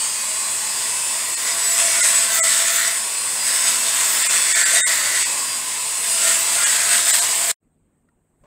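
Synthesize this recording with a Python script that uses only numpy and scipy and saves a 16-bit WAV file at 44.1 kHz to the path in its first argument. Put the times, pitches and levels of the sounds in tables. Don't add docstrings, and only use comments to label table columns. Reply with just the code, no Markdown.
import sys
import numpy as np
from scipy import signal
from scipy.fft import rfft, irfft, next_fast_len
from scipy.io import wavfile
from scipy.ndimage import uniform_filter1d

SR = 44100
rng = np.random.default_rng(int(sys.argv[2]) if len(sys.argv) > 2 else 0)


def voltage_ratio(level):
    return 10 ** (np.asarray(level, float) / 20)


def unload_wav(signal):
    wavfile.write(
        sys.argv[1],
        SR,
        np.round(np.clip(np.atleast_2d(signal).T, -1, 1) * 32767).astype(np.int16),
    )


N = 373086


def unit(x):
    return x / np.sqrt(np.mean(x ** 2) + 1e-20)


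def curves(rows):
    s, *cols = np.transpose(rows)
    return [np.interp(np.arange(N) / SR, s, c) for c in cols]


def wobble(rate, size=1):
    knots = rng.standard_normal(int(N * rate / SR) + 4)
    return np.interp(np.arange(0, N, size) * rate / SR, np.arange(len(knots)), knots)


def filtered(x, response):
    m = next_fast_len(N + SR // 2)
    return irfft(rfft(x, m) * response(np.fft.rfftfreq(m, 1 / SR)), m)[:N]


def colour(points):
    hz, db = np.transpose(points)
    return lambda f: voltage_ratio(np.interp(np.log(f + 1), np.log(hz + 1), db))


def resonances(modes):
    def response(f):
        total = 0
        for k, (centre, width, db) in enumerate(modes):
            damping = 1j * f * width
            total = total + (-1) ** k * voltage_ratio(db) * damping / (centre * centre - f * f + damping)
        return total
    return response


def lifted(modes):
    return lambda f: np.sqrt(1 + np.abs(resonances(modes)(f)) ** 2)


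def patchy(x, depth_db, span=8):
    z = signal.stft(x, nperseg=1024)[2]
    field = uniform_filter1d(rng.standard_normal(z.shape), size=8, axis=0)
    field = uniform_filter1d(field, size=span, axis=1)
    return signal.istft(z * voltage_ratio(depth_db * unit(field)), nperseg=1024)[1][:N]


def hum(lines, sway_db):
    t, out = np.arange(N) / SR, 0
    for hz, db in lines:
        level = voltage_ratio(db + sway_db * wobble(13))
        out = out + level * np.sin(2 * np.pi * hz * t + wobble(25))
    return out


# frequency in Hz, level in dB.
BENCH_AIR = [(15, -44), (25, -14), (33, -4), (123, -14), (161, -10), (185, -12), (242, -6), (301, -13.5),
             (2350, -35.5), (5730, -52), (8360, -25), (9840, -46), (16000, -45)]
# frequency in Hz, level in dB rms.
BENCH_HUM = [(97, -74), (156, -72)]
# start in seconds, peak in dB, stronger mode in Hz, weaker mode in Hz,
# t60 in seconds.
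KNOCKS = [
    (8.008, -80, 6160, 2850, .1),
    (8.087, -43, 1390, 1870, 0.031),
    (8.29, -82, 6160, 6190, 0.26),
    (8.436, -44.5, 578, 1040, 0.096),
    (8.445, -53, 423, 902, .12),
    (8.453, -48, 600, 1107, .12),
]
# frequency in Hz, level in dB.
BENCH_TOP = [(300, -6), (1500, 6), (3500, -6), (5500, -12), (8300, -6), (10500, -24.5)]


def bench():
    out, t = np.zeros(N + SR), np.arange(SR // 4) / SR
    for s, db, low_hz, high_hz, t60 in KNOCKS:
        modes = np.sin(2 * np.pi * low_hz * t) + 0.65 * np.sin(2 * np.pi * high_hz * t)
        rattle = filtered(rng.standard_normal(N), colour(BENCH_TOP))[:len(t)]
        envelope = voltage_ratio(db - 11 - 60 * t / t60) * (1 - np.exp(-t / 0.00097))
        out[round(s * SR):][:len(t)] += envelope * (modes + 0.5 * rattle)
    air = patchy(filtered(rng.standard_normal(N), colour(BENCH_AIR)), depth_db=-2.5, span=2)
    return out[:N] + voltage_ratio(-67.5 + 1.2 * wobble(8)) * unit(air) + hum(BENCH_HUM, sway_db=1.5)


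# frequency in Hz, level in dB rms.
SHED_HUM = [(102, -59), (221, -58.5)]


def shed_hum():
    return hum(SHED_HUM, sway_db=3.5)


def shed(x, t60):
    t, hop = np.arange(SR // 2) / SR, SR // 5
    wide, out = np.pad(x, (hop, 2 * hop)), np.zeros(N + 2 * SR)
    fade = np.sin(np.pi * np.arange(2 * hop) / (2 * hop))
    for at in range(0, N + hop, hop):
        tail = rng.standard_normal(len(t)) * voltage_ratio(-60 * t / t60)
        piece = wide[at:at + 2 * hop] * fade
        out[at:at + 2 * hop + len(t) - 1] += signal.fftconvolve(piece, tail / np.linalg.norm(tail))
    return out[hop:hop + N]


# time in seconds, speed in turns per second, whine in dB.
SHAFT = [(0, 206.8, -28), (1.12, 220.6, -28), (1.42, 223.7, -30), (1.72, 225.1, -26), (2.02, 224.1, -23.5),
         (2.9, 218.5, -29), (3.07, 220, -29.5), (3.37, 222.9, -28.5), (3.6, 224.2, -28.5),
         (4.12, 219.9, -27), (4.42, 218.6, -27.5), (4.95, 212.2, -29), (5.17, 213.2, -27.5),
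         (5.47, 217.6, -30), (5.77, 220.4, -30), (6.12, 223.3, -26.5), (7.27, 214.8, -30),
         (7.56, 217.4, -29)]


def shaft():
    speed_hz, whine_db = curves(SHAFT)
    return np.cumsum(speed_hz) / SR, whine_db


# multiple of the shaft speed, level in dB.
WHINE = [(1, -26), (20, -23), (30, -13), (36, -5), (41, -7), (47, -13), (55, -20), (70, -24)]
LEADING = (3, 4, 5, 9, 12, 15, 16, 19, 22, 23, 24, 25, 28, 29, 31, 32, 35, 39, 42, 43, 44, 46, 58)
# level over the slope in dB, level won back while cutting in dB.
STANDS_OUT = [(6, 7), (2, 4), (7, 6), (9, 4), (17, 2), (6, 0), (13, 4), (14, -2), (17.5, -1), (7, 2),
              (10, 3), (4, 0), (-6, 0), (3, 0), (6, 0), (8, 0), (6, -2), (2, 1), (10, -6), (-10, 0),
              (5, -3), (3, -2), (5, -5)]
# frequency in Hz, width in Hz, level in dB.
VENTS = [(3720, 94, 1.7), (5234, 110, 4.6), (7850, 280, 5.3), (8570, 500, 3.3)]
# frequency in Hz, level in dB per Hz.
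AIR = [(15, -57.5), (25, -32.5), (48, -34.5), (96, -23), (390, -15.5), (650, -11.5), (724, -15.5),
       (1060, -4), (1270, -13), (1960, -5.5), (3950, -10.5), (5760, -11), (8170, 0), (10700, -15),
       (15600, -19.5)]
# frequency in Hz, width in Hz, level in dB.
HOUSING = [(657, 25, -1.5), (959, 240, 0), (4820, 920, 0.5)]
AIR_DB, AIR_LOADED_DB = -26, 2.5
ORDER_SCATTER_DB, ORDERS_LOADED_DB = -1, -6
TREMBLE_TURNS, TREMBLE_LOADED = 0.0003, 7
SINK_S = 0.5


def motor(turns, whine_db, load):
    sink = round(SINK_S * SR)
    held = load * uniform_filter1d(load, size=sink, origin=sink // 2 - 1)
    shaken = turns + TREMBLE_TURNS * (1 + TREMBLE_LOADED * held) * wobble(60)
    lead, whine, every = dict(zip(LEADING, STANDS_OUT)), 0, np.arange(N)
    for k in range(1, WHINE[-1][0] + 1):
        over_db, loaded_db = lead.get(k, (ORDER_SCATTER_DB * rng.standard_normal(), 0))
        db = np.interp(k, *np.transpose(WHINE)) + over_db
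        db = db + (ORDERS_LOADED_DB + loaded_db) * held[::256]
        db = db + 1.1 * wobble(4, size=256) + 2.3 * wobble(20, size=256)
        gain = np.interp(every, every[::256], voltage_ratio(db))
        whine = whine + gain * np.sin(2 * np.pi * (k * shaken + rng.random()))
    whine = filtered(whine, lifted(VENTS))
    noise = rng.standard_normal(N) * (1 + 0.033 * np.cos(2 * np.pi * turns))
    air = filtered(noise, lambda f: colour(AIR)(f) * lifted(HOUSING)(f))
    air_db = AIR_DB + AIR_LOADED_DB * load + 1.1 * wobble(3)
    return voltage_ratio(whine_db - 4.5) * whine + voltage_ratio(air_db) * unit(patchy(air, depth_db=1.28))


# time in seconds, pressure as hiss in dB, casting ring in relative dB.
BITE = [
    [(1.36, -32, -20), (1.44, -22, -7), (1.68, -21, -6.5), (1.79, -18.5, -18), (2.0, -18, -5.5),
     (2.24, -18.5, -9), (2.4, -16, -7), (2.86, -19, 0), (2.98, -26, -4)],
    [(3.33, -33, -27), (3.48, -18.5, -6.5), (3.9, -19, -10.5), (4.25, -18, -3), (4.45, -18, -3),
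     (4.76, -14.5, -3.5), (5.02, -19.5, -1.5), (5.23, -23.5, -1.5), (5.33, -47, -17)],
    [(6.03, -25.5, -24), (6.3, -16.5, -10.5), (6.45, -22, -18.5), (6.62, -18.5, -6), (6.94, -16, -2),
     (7.06, -23, -5), (7.14, -15.5, -15), (7.4, -26, -24), (7.53, -19.5, -8)],
]
# level in dB, pass by pass.
KNOCK_DB = (-20, -30, -16)


def grip():
    rows = []
    for bites, knock in zip(BITE, KNOCK_DB):
        cut = [(s, db, ring, knock) for s, db, ring in bites]
        touch = (cut[0][0] - 0.04, -70, *cut[0][2:])
        lift = (cut[-1][0] + 0.06, -70, *cut[-1][2:])
        rows += [touch, *cut, lift]
    return curves(rows)


# centre in seconds, length in seconds, frequency in Hz, level in dB rms.
SING = [(1.483, 0.098, 1970, -32.5), (1.919, .19, 2250, -32.5), (2.02, .12, 1432, -33.5),
        (2.06, 0.17, 2002, -34), (2.192, .48, 1790, -41), (2.337, .16, 1563, -36.5),
        (2.405, .15, 1319, -32.5), (2.42, .22, 1985, -27.5), (3.74, .18, 3570, -37),
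        (4.285, 0.12, 2420, -38), (4.42, 0.42, 3433, -36), (4.599, .12, 1760, -29),
        (4.647, 0.21, 1545, -31), (4.659, .15, 1428, -40), (4.662, .36, 2153, -42), (4.784, .16, 2090, -35),
        (4.8, .1, 3710, -29.5), (4.784, 0.061, 1935, -24.5), (4.789, 0.12, 1740, -34.5),
        (4.818, 0.045, 4700, -34.5), (5.115, .22, 1993, -32.5), (6.257, 0.2, 1380, -36.5),
        (6.284, .25, 3000, -38), (6.285, 0.11, 1826, -33), (6.623, 0.11, 1410, -32.5),
        (6.66, .15, 2875, -36), (6.668, 0.13, 1643, -34), (6.907, 0.67, 1612, -40),
        (1.85, .35, 673, -38), (2.2, 0.27, 677, -42.5), (2.429, .12, 654, -34), (2.595, .2, 664, -40.5),
         (2.76, 0.3, 674, -39.5), (6.285, 0.27, 657, -38.5), (6.619, 0.26, 695, -47),
         (6.897, .3, 698, -40.5), (7.203, .3, 690.6, -43.5), (7.44, 0.25, 674, -41.5),
         (1.6, .3, 4945, -34.5), (3.22, .12, 4210, -39), (3.489, .2, 4915, -32), (3.58, 0.21, 5340, -32),
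         (2.35, .9, 222, -53.5), (3.7, 0.59, 281, -59.5)]
# frequency in Hz, level in dB rms at full pressure.
HELD = [
    (3550, -43.5),
    (669, -50.5),
]


def chatter(load):
    out = np.zeros(N + SR)
    for s, length, hz, db in SING:
        t = np.arange(round(1.7 * length * SR)) / SR
        drift = np.interp(t, np.linspace(0, t[-1], 12), rng.standard_normal(12))
        tone = np.sin(2 * np.pi * hz * t + 1.1 * drift) * np.hanning(len(t))
        out[round(s * SR) - len(t) // 2:][:len(t)] += voltage_ratio(db + 3.5) * tone
    return out[:N] + load * hum(HELD, sway_db=3)


# frequency in Hz, level in dB per Hz.
CHIPS = [(150, -61), (250, -42), (508, -23.5), (682, -10), (825, -40.5), (980, -40), (1230, -13),
         (1990, -10), (2540, -11), (5920, -11.5), (7810, -2), (11400, -16), (15600, -51.5)]
# frequency in Hz, width in Hz, level in dB.
HISS_PEAKS = [(7680, 190, 0.84), (8100, 810, 2.93)]
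# frequency in Hz, width in Hz, level in dB.
CASTING = [(1329, 80, -5), (1476, 90, -1.5), (1712, 120, 0.5), (1963, 140, 3), (2240, 220, -4.5),
           (3568, 96, -2), (4600, 580, -6.5)]
# frequency in Hz, width in Hz, level in dB.
BORE = [(593, 49, -9), (688, 35, -1)]
# frequency in Hz, width in Hz, level in dB.
SQUEAL = [(13980, 2600, 0)]
# centre in seconds, length in seconds, rise in dB.
SQUEALS = [(1.68, .15, 5), (2.37, 0.14, 7), (2.74, .15, 8), (3.699, .2, 4), (4.15, 0.19, 11),
           (4.958, .1, 9), (6.44, .15, 7.5), (7.072, .08, 7.5), (7.25, 0.22, 6), (7.421, .2, 9.5)]
SQUEAL_DB = -19.5


def burr(turns, hiss_db, ring_db, knock_db):
    t, squeal_db = np.arange(N) / SR, SQUEAL_DB
    for s, length, db in SQUEALS:
        squeal_db = squeal_db + db * np.exp(-(2 * (t - s) / length) ** 2)
    hiss_db, knock_db = hiss_db + 0.8 * wobble(9), knock_db + 4 * wobble(7)
    turn = np.arange(1, int(turns[-1]))
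    timing_luck, force_luck = rng.standard_normal((2, len(turn)))
    at = np.searchsorted(turns, turn + 0.033 * timing_luck).clip(0, N - 1)
    force = (1 + 0.17 * (-1) ** turn) * voltage_ratio(2.5 * force_luck)
    blows = unit(np.bincount(at, force, N))

    def grit():
        rough = rng.standard_normal(N) * voltage_ratio(2.1 * wobble(500) + 2.8 * wobble(25))
        return unit(rough * (1 + 0.28 * np.cos(2 * np.pi * turns)))

    hiss = filtered(grit(), lambda f: colour(CHIPS)(f) * lifted(HISS_PEAKS)(f))
    ring = filtered(blows + 0.71 * grit(), resonances(CASTING))
    knock = filtered(blows + 0.6 * grit(), lambda f: resonances(BORE)(f) ** 2)
    squeal = filtered(grit(), lambda f: resonances(SQUEAL)(f) ** 2)
    parts = unit(patchy(hiss, depth_db=2.0))
    parts = parts + voltage_ratio(ring_db - 5.0) * unit(patchy(ring, depth_db=2.0))
    parts = parts + voltage_ratio(knock_db - 11.5) * unit(patchy(knock, depth_db=1.5))
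    parts = parts + voltage_ratio(squeal_db + 1.0) * unit(patchy(squeal, depth_db=1))
    return voltage_ratio(hiss_db - 1.0) * parts


# time in seconds, gain in dB.
SHED_CUT = [
    (0, -0.5),
    (7.515, 0.5),
    (7.518, -19),
    (7.543, -40),
    (7.552, -120),
    (8.46, -120),
]
# time in seconds, gain in dB.
BENCH_CUT = [
    (0, -120),
    (7.59, -120),
    (7.605, -15.5),
    (7.63, 1),
    (8.1, 0),
    (8.22, 0.5),
    (8.33, 3),
    (8.46, 6.5),
]
CUTTING_DB, BITE_RANGE_DB = -19.5, 11.5


def scene():
    (turns, whine_db), hand = shaft(), grip()
    load = np.clip(0.5 + (hand[0] - CUTTING_DB) / BITE_RANGE_DB, 0, 1)
    tool = motor(turns, whine_db, load) + burr(turns, *hand)
    work = voltage_ratio(-1) * tool + voltage_ratio(-7.5) * shed(tool, t60=0.37) + chatter(load) + shed_hum()
    work = work - 0.00055
    mono = voltage_ratio(curves(SHED_CUT)[0]) * work + voltage_ratio(curves(BENCH_CUT)[0]) * bench()
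    return np.array([mono, mono])


# centre in seconds, share of lines kept.
STARVED = [(1.362, 0.032), (2.023, 0.042), (2.407, .02), (2.428, .02), (4.242, 0.066), (4.284, 0.02),
           (4.54, .04), (4.647, 0.02), (4.818, 0.024), (4.839, 0.019), (4.86, 0.0072), (5.244, .04),
           (6.652, .04), (7.122, 0.029), (7.207, 0.048)]
HOP, GRID = 941, 722


def starve(x):
    n, k = np.arange(2 * HOP), np.arange(HOP)[:, None]
    window = np.sin(np.pi * (n + 0.5) / (2 * HOP))
    basis = np.sqrt(2 / HOP) * window * np.cos(np.pi / HOP * (n + 0.5 + HOP / 2) * (k + 0.5))
    out = x.copy()
    for s, share in STARVED:
        start = GRID + HOP * (round((s * SR - GRID) / HOP) - 1)
        lines = basis @ x[start:start + 2 * HOP]
        least = np.quantile(np.abs(lines), 1 - np.clip(share, 0.004, 1))
        kept = np.sign(lines) * (np.abs(lines) >= least)
        kept = 0.84 * kept * np.linalg.norm(lines) / np.linalg.norm(kept)
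        out[start:start + 2 * HOP] += (kept - lines) @ basis
    return out


# centre in seconds, low edge in Hz, high edge in Hz, level in dB.
FILLED = [(.163, 4160, 5120, -43), (2.163, 13400, 15280, -45), (3.045, 4200, 5180, -41.5),
          (3.625, 11700, 13160, -40), (6.69, 5600, 7000, -36), (6.69, 8200, 9750, -28)]


def side_noise():
    t, side = np.arange(N) / SR, np.zeros(N)
    for s, low_hz, high_hz, db in FILLED:
        band = filtered(rng.standard_normal(N), lambda f: (f > low_hz) & (f < high_hz))
        side = side + voltage_ratio(db) * unit(band) * np.cos(np.pi * np.clip((t - s) / 0.046, -0.5, 0.5))
    return side


def top_cut(x):
    return signal.sosfilt(signal.butter(12, 16390, fs=SR, output="sos"), x)


def record(dry):
    side = side_noise()
    soft = dry[0] / (1 + np.abs(dry[0] / 0.85) ** 4) ** (1 / 4)
    mono = filtered(starve(soft), lambda f: np.clip((15750 - f) / 40, 0, 1) ** 2)
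    return top_cut(np.array([mono + side, mono - side]))


dry = scene()
out = record(dry)
unload_wav(out)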